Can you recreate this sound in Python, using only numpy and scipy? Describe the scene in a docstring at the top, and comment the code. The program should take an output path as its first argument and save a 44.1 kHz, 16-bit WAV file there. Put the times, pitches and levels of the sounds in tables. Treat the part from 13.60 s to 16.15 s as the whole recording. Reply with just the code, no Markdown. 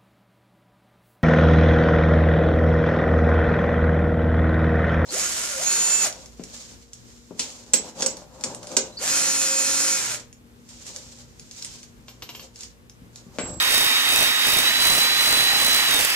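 """Drill-driven hone in a steel bore

An electric drill, off to the right, spins a three-stone hone inside a steel bore held on a workshop bench.
The motor, sines and ringing noise over a coloured rush, speeds up once and winds down. On each hand stroke
the stones grind harder: random grit catches gate noise that scrapes, sizzles and rings the bore modes.
The same catches gate the low bench rumble; short noise bumps clack as a stone catches."""
import sys
import numpy as np
from scipy import signal
from scipy.fft import rfft, irfft
from scipy.io import wavfile

SR = 44100
rng = np.random.default_rng(int(sys.argv[2]) if len(sys.argv) > 2 else 0)


def unload_wav(signal):
    """Save mono or channel-first audio to the path in sys.argv[1] as 16-bit WAV at rate SR, clipped to [-1, 1]."""
    wavfile.write(
        sys.argv[1],
        SR,
        np.round(np.clip(np.atleast_2d(signal).T, -1, 1) * 32767).astype(np.int16),
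    )


N = 112454

# Bench rumble spectrum: (frequency [Hz], relative density [dB per Hz])
BENCH_SPECTRUM = [(20, -2), (80, -1.5), (200, 0.5), (350, 0), (700, 3.5), (1100, -3.5), (1600, -22)]
# Bench rumble before BENCH_GAIN_DB: (time [s], level [dB])
RUMBLE_LEVEL = [(0.0, -53), (0.09, -45), (0.11, -41), (0.23, -38), (0.42, -58), (0.54, -34), (0.72, -44),
                (0.77, -62), (0.88, -36.5), (0.98, -36.5), (1.12, -44), (1.21, -37.5), (1.38, -37),
                (1.43, -45.5), (1.8, -36), (1.87, -44), (2.06, -37), (2.25, -48), (2.27, -41),
                (2.43, -37.5), (2.46, -52), (2.55, -44)]
BENCH_GAIN_DB, BENCH_LUMPS_DB, BENCH_JOLT_S = 2, 1, 0.013

# Rush of fan and gears: (frequency [Hz], relative density [dB per Hz])
RUSH_SPECTRUM = [(30, -28), (150, -30), (250, -11.5), (400, -16), (700, -13), (1000, -7.5), (1300, -5),
                 (1550, -5.5), (1900, 0), (2250, -2.5), (2700, -2), (3300, -2.5), (3900, -6), (4200, -8),
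                 (4700, -4), (5600, -9), (7500, -11.5), (10500, -13.5), (13000, -11), (14500, -15),
                 (15600, -19)]
RUSH_DB, RUSH_PATCHY_DB = -21.5, 0.52

# Motor whine, before wobble: (time [s], frequency [Hz])
WHINE_PITCH = [(0, 3781), (.2, 3777), (.38, 3786), (.8, 3791), (1.02, 3786), (1.08, 3880), (1.13, 3945),
               (1.19, 3989), (1.38, 4009), (1.46, 4018), (2.21, 4018), (2.24, 3982), (2.28, 3882),
               (2.38, 3663), (2.55, 3290)]
# Motor whine, before waver: (time [s], rms level [dB])
WHINE_LEVEL = [(0, -23.5), (.5, -23), (1.0, -23.5), (1.055, -23), (1.08, -18.5), (1.105, -27), (1.2, -22.5),
               (1.6, -21.5), (1.7, -22.5), (2.2, -22.5), (2.25, -27), (2.3, -22), (2.385, -22), (2.4, -31),
               (2.44, -40), (2.55, -56)]
# Other shaft and gear tones: (multiple of shaft speed [-])
TONE_MULTIPLES = [1, 4.615, 5, 6, 6.923, 10, 11.25, 13, 20, 23]
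# Peak levels of those tones, before waver: (at part speed [dB], at full speed [dB])
TONE_LEVELS = [(-52, -60), (-48, -41.5), (-40, -60), (-60, -45), (-50, -39), (-33.5, -50), (-39, -31),
               (-43, -34), (-60, -46), (-60, -48)]
# Housing resonances: (frequency [Hz])
HOUSING_MODES_HZ = [820, 1100, 1870, 1990, 2350, 2610, 2745, 3012, 3279, 4600, 5087, 6120]
# Their rings, before waver: (width [Hz], rms at part speed [dB], rms at full speed [dB])
HOUSING_RINGS = [(30, -48, -46), (30, -50, -46), (40, -38, -40), (30, -44, -41), (25, -44, -42),
                 (40, -41, -41), (20, -46, -42), (20, -42, -42), (20, -52, -43), (60, -46, -40),
                 (50, -38, -39), (80, -46, -45)]
WHINE_MULTIPLE = 15  # whine cycles per shaft turn
PART_SPEED_HZ, FULL_SPEED_HZ = 3790, 4010  # as whine frequency
WHINE_WOBBLE_HZ = 2.5
WHINE_WAVER_DB, TONE_WAVER_DB, HOUSING_WAVER_DB = 1.7, 2.5, 3.0
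LET_GO_S, LET_GO_DB_PER_S = 2.22, 80

# Hand strokes: (start [s], hold [s], relative level [dB])
STROKES = [(0.076, 0.078, -28.5), (0.474, 0.072, -26.5), (0.825, 0.092, -28.5), (1.18, 0.14, -25.5),
           (1.569, 0.16, -29), (1.943, 0.14, -28.5), (2.27, 0.11, -32.5)]
ATTACK_S, RELEASE_S, IDLE_DB = 0.057, 0.13, -36.5
# Stone catching, before CLACK_GAIN_DB: (time [s], relative peak [dB])
CLACKS = [(0.024, -12.5), (0.1072, -17), (0.1457, -11), (0.179, -9), (0.243, -16), (0.559, -11),
          (0.9014, -26), (0.919, -20), (0.936, -15), (0.972, -20), (0.987, -12), (1.2695, -15),
          (1.317, -16), (1.677, -19), (1.705, -21), (2, -23), (2.0472, -22), (2.064, -14), (2.1433, -10),
          (2.2845, -13), (2.3094, -16), (2.3383, -11), (2.3624, -26), (2.39, -8), (2.4084, -9),
          (2.4234, -20), (2.4453, -18), (2.448, -6.5), (2.5002, -11)]
CLACK_GAIN_DB, CLACK_S = -11, 0.0045
SHAFT_TURNS_PER_STONE, STONE_DEPTH, STONE_START_CYCLES = 4.348, 0.8, -0.089
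CHATTER_PER_TURN, CHATTER_DEPTH = 0.93, 0.39
JITTER_CYCLES = 0.05  # of stone passing and of chatter
GRITS_PER_S, GRIT_SPREAD_DB, GRIT_S = 1300, 1, 0.00063
RUB_SHARE = 1  # steady rub relative to scratches of rms 1

# Bore modes: (frequency [Hz])
BORE_MODES_HZ = [5070, 6050, 6900, 7900, 8900, 9500, 10250, 12600, 13700]
# Their rings: (relative level [dB], t60 [s])
BORE_RINGS = [(-11.5, 0.011), (0, 0.051), (8, 0.0035), (1.5, 0.035), (5, 0.0051), (4, 0.0061),
              (15.5, 0.0026), (-4, 0.0034), (10, 0.0033)]
# Broad scrape of the stones: (frequency [Hz], relative density [dB per Hz])
SCRAPE_SPECTRUM = [(1000, -16), (3000, -9), (5000, -6.5), (7000, -11.5), (9000, -3.5), (11000, -3.5),
                   (13000, -10), (15600, -7.5)]
# Sizzle, highest part of the scrape: (frequency [Hz], relative density [dB per Hz])
SIZZLE_SPECTRUM = [(6000, -10.5), (9000, -25), (11500, -10), (14000, 4.5), (15700, -6)]
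RING_DB, SIZZLE_DB, MODE_WAVER_DB = -6.5, -6, 3.0  # ring and sizzle relative to scrape

# Port phase: (frequency [Hz], left lead [rad])
LEFT_LEAD = [(0, 0), (2300, -2.0), (4000, -2.4), (4400, -3.1), (5500, -4.3), (6000, -6.0), (7800, -6.2),
             (9500, -7.6), (12000, -8.6), (14200, -8.3), (15600, -9.3)]
# Port balance: (frequency [Hz], left minus right [dB])
LEFT_MINUS_RIGHT = [(30, -11), (120, -9.5), (220, -5), (350, -4.5), (550, -2), (1200, -1.5), (1800, -2.8),
                    (2700, -4.6), (4000, -3.6), (4400, -1.5), (5600, -3), (6500, -1), (7300, -3.5),
                    (7900, 0), (9500, -3), (11000, -2), (13000, -5), (15000, -4.5)]
# Direct sound: (frequency [Hz], power share [0..1])
DIRECT_SHARE = [(60, .1), (300, .35), (1000, .7), (1600, .5), (1900, .55), (2350, .25), (2750, .45),
                (3500, .5), (5500, .22), (8000, .5), (13000, .55), (15000, .4)]
CUTOFF_HZ = 15910


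def from_db(db):
    """Amplitude ratio of a level in dB."""
    return 10 ** (np.asarray(db) / 20)


def rms_one(x):
    """Scales to rms 1."""
    return x / np.sqrt(np.mean(x ** 2) + 1e-20)


def at_hz(points, hz):
    """Reads a spectrum table along log frequency."""
    table_hz, values = np.transpose(points)
    return np.interp(np.log(hz + 1), np.log(table_hz + 1), values)


def in_time(rows):
    """Reads a time table at every sample."""
    return np.interp(np.arange(N) / SR, *np.transpose(rows))


def coloured(x, spectrum):
    """Shapes a sound by a spectrum table; rms 1."""
    hz = np.arange(N // 2 + 1) * SR / N
    return rms_one(irfft(rfft(x) * from_db(at_hz(spectrum, hz)), N))


def drift(rate_hz):
    """Slow chance of rms 1: noise through two equal poles, run at every 40th sample."""
    r = np.exp(-2 * np.pi * rate_hz * 40 / SR)
    slow = signal.lfilter([1], [1, -2 * r, r * r], rng.standard_normal(N // 40 + 2002))
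    slow = slow[2000:]  # drop the filter's start-up
    return np.interp(np.arange(N) / 40, np.arange(len(slow)), rms_one(slow))


def ring(force, hz, t60_s):
    """Damped resonance: a unit click starts a decaying sine of height 1."""
    r = from_db(-60 / (t60_s * SR))
    w = 2 * np.pi * hz / SR
    return signal.lfilter([0, np.sin(w)], [1, -2 * r * np.cos(w), r * r], force + 1e-18)


def smeared(x, seconds):
    """Each click becomes a smooth bump of about that length and height."""
    t = np.arange(-1000, 1001) / SR
    return signal.fftconvolve(x, np.exp(-(2 * t / seconds) ** 2), "same")


def paths():
    """Noise for the direct path and for what each microphone port hears alone from the shop."""
    return rng.standard_normal((3, N))


def bench(grit):
    """Grit catches jolt the bench: low lumpy noise at the rumble level."""
    lumps = rms_one(smeared(grit, BENCH_JOLT_S) * from_db(BENCH_LUMPS_DB * drift(41)))
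    level = from_db(in_time(RUMBLE_LEVEL) + BENCH_GAIN_DB)
    return level * coloured(lumps * paths(), BENCH_SPECTRUM)


def motor_rush():
    """Fan and gear rush: coloured noise of slightly patchy level."""
    return from_db(RUSH_DB + RUSH_PATCHY_DB * drift(6.6)) * coloured(paths(), RUSH_SPECTRUM)


def motor_tones(whine_hz):
    """Shaft-locked sines and noise-driven housing rings, whose levels shift with top speed so far."""
    top_hz = np.maximum.accumulate(whine_hz)
    full = np.clip((top_hz - PART_SPEED_HZ) / (FULL_SPEED_HZ - PART_SPEED_HZ), 0, 1)
    shaft_rad = 2 * np.pi * np.cumsum(whine_hz) / SR / WHINE_MULTIPLE
    whine_gain = np.sqrt(2) * from_db(in_time(WHINE_LEVEL) + WHINE_WAVER_DB * drift(33))
    out = whine_gain * np.sin(WHINE_MULTIPLE * shaft_rad)

    fading_db = LET_GO_DB_PER_S * np.maximum(np.arange(N) / SR - LET_GO_S, 0)
    for multiple, (part_db, full_db) in zip(TONE_MULTIPLES, TONE_LEVELS):
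        level_db = part_db + (full_db - part_db) * full - fading_db + TONE_WAVER_DB * drift(4.0)
        out += from_db(level_db) * np.sin(multiple * shaft_rad + multiple)

    for hz, (width_hz, part_db, full_db) in zip(HOUSING_MODES_HZ, HOUSING_RINGS):
        level_db = part_db + (full_db - part_db) * full + HOUSING_WAVER_DB * drift(8.6)
        t60_s = np.log(1000) / np.pi / width_hz
        out += from_db(level_db) * rms_one(ring(rng.standard_normal(N), hz, t60_s))
    return out


def pressure():
    """Gain of the stones on the wall: attack, hold, release per stroke, over an idle rub."""
    t = np.arange(N) / SR
    push = np.full(N, from_db(IDLE_DB))
    for start_s, hold_s, db in STROKES:
        corners_s = np.cumsum([start_s, ATTACK_S, hold_s, RELEASE_S])
        angle = np.interp(t, corners_s, [0, np.pi / 2, np.pi / 2, 0])
        push += from_db(db) * np.sin(angle) ** 2
    return push


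def catches(whine_hz):
    """Grit catches: random clicks of uneven size that bunch at each passing stone and chatter cycle."""
    turns = np.cumsum(whine_hz) / SR / WHINE_MULTIPLE
    stone_cycles = turns / SHAFT_TURNS_PER_STONE + STONE_START_CYCLES + JITTER_CYCLES * drift(8.8)
    chatter_cycles = turns * CHATTER_PER_TURN + JITTER_CYCLES * drift(12)
    stone = 1 + STONE_DEPTH * np.sin(2 * np.pi * stone_cycles)
    chatter = 1 + CHATTER_DEPTH * np.sin(2 * np.pi * chatter_cycles)
    sizes = from_db(GRIT_SPREAD_DB * np.minimum(rng.exponential(1, N), 3))
    return stone * chatter * sizes * (rng.random(N) < GRITS_PER_S / SR)


def scratching(grit, push):
    """Steady rub and short scratches under the push, plus the clacks, as gated noise."""
    clacks = np.zeros(N)
    for start_s, db in CLACKS:
        clacks[int((start_s + CLACK_S / 2) * SR)] = from_db(db + CLACK_GAIN_DB)
    scratches = rms_one(smeared(grit, GRIT_S))
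    force = push * rms_one(RUB_SHARE + scratches) + smeared(clacks, CLACK_S)
    return force * paths()


def hone(grit, sizzle_grit, push):
    """The stones scrape, sizzle and ring the bore, each mode driven with a drifting strength."""
    rub = scratching(grit, push)
    rings = np.zeros((3, N))
    for hz, (db, t60_s) in zip(BORE_MODES_HZ, BORE_RINGS):
        rings += from_db(db) * ring(rub * from_db(MODE_WAVER_DB * drift(28)), hz, t60_s)
    scrape = coloured(rub, SCRAPE_SPECTRUM)
    sizzle = coloured(scratching(sizzle_grit, push), SIZZLE_SPECTRUM)
    return np.std(rub) * (scrape + from_db(RING_DB) * rms_one(rings) + from_db(SIZZLE_DB) * sizzle)


def microphones(sound, tones):
    """Direct sound leads in phase and is mostly louder at the right port; each adds its own shop sound."""
    hz = np.arange(N // 2 + 1) * SR / N
    share = np.clip(at_hz(DIRECT_SHARE, hz), 0, 1)
    side = np.array([[.5], [-.5]])  # left, right
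    lead = np.exp(1j * side * np.interp(hz, *np.transpose(LEFT_LEAD)))
    direct, *shop = rfft(sound)
    heard = (np.sqrt(share) * direct + rfft(tones)) * lead + np.sqrt(1 - share) * np.array(shop)
    return irfft(heard * from_db(side * at_hz(LEFT_MINUS_RIGHT, hz)), N)


def scene():
    """Bench, motor and hone share one shaft speed and reach the microphone pair."""
    whine_hz = in_time(WHINE_PITCH) + WHINE_WOBBLE_HZ * drift(17)
    grit = catches(whine_hz)
    sizzle_grit = catches(whine_hz)  # same statistics, moments of its own
    noises = bench(grit) + motor_rush() + hone(grit, sizzle_grit, pressure())
    return microphones(noises, motor_tones(whine_hz))


def record(dry):
    """Steep low-pass cuts the top."""
    return signal.sosfilt(signal.cheby2(30, 60, CUTOFF_HZ, fs=SR, output="sos"), dry)


dry = scene()
out = record(dry)
unload_wav(out)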